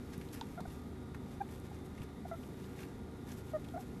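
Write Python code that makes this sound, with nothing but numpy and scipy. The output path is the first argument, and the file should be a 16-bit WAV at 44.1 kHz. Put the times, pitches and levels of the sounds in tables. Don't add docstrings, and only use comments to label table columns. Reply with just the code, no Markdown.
import sys
import numpy as np
from scipy import signal
from scipy.fft import rfft, irfft
from scipy.io import wavfile

SR = 44100
rng = np.random.default_rng(int(sys.argv[2]) if len(sys.argv) > 2 else 0)


def int16_out(signal):
    q = np.round(np.clip(np.atleast_2d(signal).T, -1, 1) * 32767)
    wavfile.write(sys.argv[1], SR, q.astype(np.int16))


N = 176400
T = np.arange(N) / SR


def from_db(db):
    return 10 ** (np.asarray(db) / 20)


def unit_rms(x):
    return x / np.sqrt(np.mean(x ** 2) + 1e-20)


def drift(rate_hz):
    hop, settle = 40, 2000
    pole = np.exp(-2 * np.pi * rate_hz * hop / SR)
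    noise = rng.standard_normal(N // hop + settle + 2)
    slow = signal.lfilter([1], [1, -2 * pole, pole * pole], noise)[settle:]
    return np.interp(np.arange(N) / hop, np.arange(len(slow)), unit_rms(slow))


def colour(x, spectrum):
    hz, db = np.transpose(spectrum)
    bin_hz = np.maximum(np.arange(N // 2 + 1) * SR / N, 1)
    gain = from_db(np.interp(np.log(bin_hz), np.log(hz), db))
    return unit_rms(irfft(rfft(x) * gain, N))


def butterworth(x, hz, kind, order=2):
    return signal.sosfilt(signal.butter(order, hz, kind, fs=SR, output="sos"), x)


def resonate(x, hz, width_hz):
    r = np.exp(-np.pi * width_hz / SR)
    return signal.lfilter([1, 0, -1], [1, -2 * r * np.cos(2 * np.pi * hz / SR), r * r], x)


def ramp(u):
    return np.sin(np.pi / 2 * np.clip(u, 0, 1)) ** 2


def add(out, start_s, x):
    i = max(int(start_s * SR), 0)
    out[i:i + len(x)] += x[:max(N - i, 0)]


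def room_air():
    # (frequency [Hz], relative level [dB])
    air_spectrum = [(20, -32), (35, -5.5), (48, -6.5), (65, 1), (95, -3.5), (125, -13), (160, 0.5),
                    (280, 0.5), (340, -8), (420, -6), (550, -15.5), (680, -19.5), (780, -15), (1080, -23.5),
                    (1300, -23), (1650, -29), (2000, -25), (2700, -36), (3700, -33), (5500, -40),
                    (7500, -41), (12500, -42.5), (15000, -95)]
    return from_db(-48.5) * colour(rng.standard_normal(N), air_spectrum)


def fan():
    # (frequency [Hz], level [dB], width [Hz])
    fan_tones = [(79.6, -56, 1.9), (107.1, -58.5, 4.1), (133.94, -57, 1.83), (250.4, -60, 5.2),
                 (373.3, -59.5, 4.8)]
    out, waver = np.zeros(N), 0.28
    for hz, db, width_hz in fan_tones:
        phase = 2 * np.pi * hz * T
        tone = (1 + waver * drift(width_hz)) * np.sin(phase) + waver * drift(width_hz) * np.cos(phase)
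        out += from_db(db) * unit_rms(tone)
    return out


def compressor():
    # (harmonic number, level [dB])
    harmonics = [(8, -68.5), (12, -75.5), (16, -75), (20, -74.5), (21, -75), (24, -73.5), (60, -80),
                 (64, -81.5)]
    running_hz, phase_wander_rad, level_waver = 59.05, 0.59, 0.32
    out = np.zeros(N)
    for number, db in harmonics:
        tone = np.sin(2 * np.pi * number * running_hz * T + phase_wander_rad * drift(rate_hz=1.74))
        out += from_db(db) * unit_rms(tone * (1 + level_waver * drift(rate_hz=3.5)))
    return out


def room_reverb(x):
    t60_s, build_s, dull_hz = 0.1, 0.0017, 6200
    t = T[:SR // 2]
    noise = butterworth(rng.standard_normal(len(t)), dull_hz, "low", order=1)
    tail = noise * from_db(-60 * t / t60_s) * ramp(t / build_s)
    return signal.fftconvolve(x, tail / np.sqrt(np.sum(tail ** 2)))[:N]


def pad_rustle():
    # (centre time [s], half width [s], level [dB], treble boost [dB])
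    strokes = [(.137, 0.01, -53, -11), (.20, 0.13, -66, -1), (.334, 0.0054, -56.5, 6),
               (.344, 0.0071, -57.5, 6), (.365, 0.032, -57, -5), (.49, 0.067, -66, -1),
               (.725, 0.053, -65.5, 2.5), (1.325, 0.028, -62.5, -5), (1.53, 0.037, -63, 0.5),
               (1.66, 0.016, -63, -9), (1.75, 0.018, -60.5, -16), (1.86, 0.0078, -69, 9.5),
               (2.01, 0.05, -62.5, -22), (2.036, .008, -62, 0), (2.29, 0.016, -64, 1),
               (2.43, 0.082, -73, 6.5), (2.65, 0.068, -62, -5), (2.812, 0.03, -54.5, -6.5),
               (2.86, 0.1, -65, -5), (3.297, 0.021, -57.5, -4), (3.318, 0.006, -55, -6),
               (3.336, 0.013, -68.5, 9.5), (3.385, 0.018, -68.5, 9.5), (3.495, .025, -62.5, -3),
               (3.812, 0.014, -61, 2)]
    # (frequency [Hz], relative level [dB])
    pad_spectrum = [(300, -9), (900, 8), (2000, 8), (3800, 2), (6000, 3), (9000, 0.5), (12500, 4.5),
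                    (15000, -7.5)]
    grains_per_s, grain_spread_db, crossover_hz = 6000, 3.5, 4770
    stir_db, stir_swing_db = -73, 2.5
    grains = (rng.random(N) < grains_per_s / SR) * rng.choice([-1, 1], N)
    strength = from_db(grain_spread_db * np.minimum(rng.exponential(1, N), 5))
    paper = colour(grains * strength, pad_spectrum)
    body = butterworth(paper, crossover_hz, "low", order=1)
    treble = paper - body
    body_power = from_db(stir_db + stir_swing_db * drift(rate_hz=1.55)) ** 2
    treble_power = body_power.copy()
    for centre, half_width, db, treble_db in strokes:
        power = from_db(db) ** 2 * np.exp(-np.minimum(((T - centre) / half_width) ** 2, 60))
        body_power += power
        treble_power += power * from_db(treble_db) ** 2
    return body * np.sqrt(body_power) + treble * np.sqrt(treble_power)


def crease_snaps():
    # (time [s], level [dB], centre
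    # frequency [Hz])
    creases = [(.179, -42, 11100), (0.332, -46, 9000), (1.145, -60, 5470), (1.4224, -50, 9500),
               (1.6005, -50, 10000), (1.747, -49.5, 9000), (1.789, -53.5, 5000), (2.02, -52, 5000),
               (3.687, -50, 6500)]
    decay_s = 0.00039
    out, t = np.zeros(N), T[:SR // 100]
    for start, db, hz in creases:
        crack = unit_rms(resonate(rng.standard_normal(len(t)), hz, width_hz=6000))
        add(out, start, from_db(db) * crack * np.exp(-t / decay_s))
    return out


def footfalls():
    # (time [s], level [dB], pitch [Hz])
    steps = [(0.178, -36, 150), (.235, -41, 136), (0.6119, -33, 195), (0.677, -37, 71), (2.007, -38, 87)]
    rise_s = 0.0032
    out, t = np.zeros(N), T[:SR // 5]
    envelope = t / rise_s * np.exp(1 - t / rise_s)
    for start, db, hz in steps:
        add(out, start, from_db(db) * np.sin(2 * np.pi * hz * t) * envelope)
    return out


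def claw_ticks():
    # (time [s], scratch level
    # [dB], pitch [Hz])
    catches = [(0.2136, -50.5, 2150), (.287, -57.5, 3600), (.604, -48, 950), (.606, -53, 3900),
               (.704, -61.5, 3120), (1.1464, -47.5, 1430), (1.489, -57, 2270), (1.979, -52.5, 2150),
               (2.017, -52.5, 2680), (2.433, -58.5, 2830), (2.641, -56.5, 3220), (2.79, -53, 2090),
               (2.832, -53.5, 2400), (3.3175, -53, 6600), (3.643, -58.5, 3570), (3.647, -53.5, 2240),
               (3.687, -60.5, 3500)]
    scratch_decay_s, scratch_q, crack_db = 0.0052, 4.6, -10
    ring_db, ring_decay_cycles = 4, 2.2
    out, t = np.zeros(N), T[:SR // 20]
    for start, db, hz in catches:
        burst = rng.standard_normal(len(t))
        crack = from_db(crack_db) * butterworth(burst, 1000, "high")
        scratch = unit_rms(resonate(burst, hz, hz / scratch_q)) + crack
        ring = from_db(ring_db) * np.sin(2 * np.pi * hz * t) * np.exp(-t * hz / ring_decay_cycles)
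        add(out, start, from_db(db) * (ring + scratch * np.exp(-t / scratch_decay_s)))
    return out


def pen_knock(start_s):
    # (frequency [Hz], level [dB], time to fall 60 dB [s], rise [s])
    pen_modes = [(3660, -30, 0.0048, 0.00015), (4370, -45, 0.0062, 0.00025), (6800, -44, 0.0068, 0.00028),
                 (902, -24, 0.02, 0.0053), (1480, -44.5, 0.031, 0.0018)]
    out, t = np.zeros(N), T[:SR // 10]
    for hz, db, t60, rise in pen_modes:
        add(out, start_s, np.sin(2 * np.pi * hz * t) * ramp(t / rise) * from_db(db - 60 * t / t60))
    return out


def clucks():
    # (time [s], length [s], start pitch [Hz], end pitch [Hz], level [dB],
    #         swell from start to end [dB], second harmonic against the first [dB])
    calls = [(0.576, 0.019, 687, 727, -43, -7, -4.5), (0.594, 0.0057, 665, 706, -41, -1.5, -10),
             (.653, 0.0092, 730, 740, -41.5, -3, -10), (1.4036, 0.017, 790, 823, -32.5, 11, -18),
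             (1.714, 0.0085, 780, 740, -47, -5, -21), (2.2515, 0.01, 730, 746, -40, -1, -17),
             (2.313, 0.037, 687, 642, -42, -21, -10), (2.334, 0.028, 664, 673, -55, -9, 3),
             (3.5346, 0.037, 635, 603, -32, -1.5, -12.5), (3.7384, 0.018, 729, 656, -40, 1, -13),
             (3.759, 0.013, 646, 694, -37.5, -2, -18), (3.771, 0.012, 703, 770, -38.5, 0, -14),
             (3.777, 0.035, 833, 700, -49, 6, -24)]
    attack_s, release_s, arch_db = 0.001, 0.004, 7
    third_base_db, pitch_jitter = -18, 0.02
    out, waver = np.zeros(N), drift(rate_hz=140)
    for start, length, start_hz, end_hz, db, swell_db, second_db in calls:
        t = T[:int((length + release_s / 2) * SR)]
        progress = t / t[-1]
        glide_hz = start_hz + (end_hz - start_hz) * progress
        hz = glide_hz * (1 + pitch_jitter * waver[int(start * SR):][:len(t)])
        phase = 2 * np.pi * np.cumsum(hz) / SR
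        contour_db = swell_db * (progress - 0.5) - arch_db * (2 * progress - 1) ** 2
        effort = ramp(t / attack_s) * ramp((t[-1] - t) / release_s) * from_db(contour_db)
        second = np.sqrt(effort) * from_db(second_db) * np.sin(2 * phase)
        third = effort * from_db(third_base_db + second_db / 2) * np.sin(3 * phase)
        add(out, start, from_db(db) * effort * (np.sin(phase) + second + third))
    return out


def scene():
    voices = clucks()
    contacts = pad_rustle() + claw_ticks() + crease_snaps() + pen_knock(start_s=0.4118) + footfalls()
    reverb = room_reverb(from_db(-18) * voices + from_db(-13.5) * contacts)
    background = room_air() + fan() + compressor()
    return (voices + contacts + reverb + background)[None]


def record(dry):
    soft = butterworth(dry, 13200, "low", order=12)
    return signal.sosfilt(signal.cheby2(14, 60, 15600, fs=SR, output="sos"), soft)


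dry = scene()
out = record(dry)
int16_out(out)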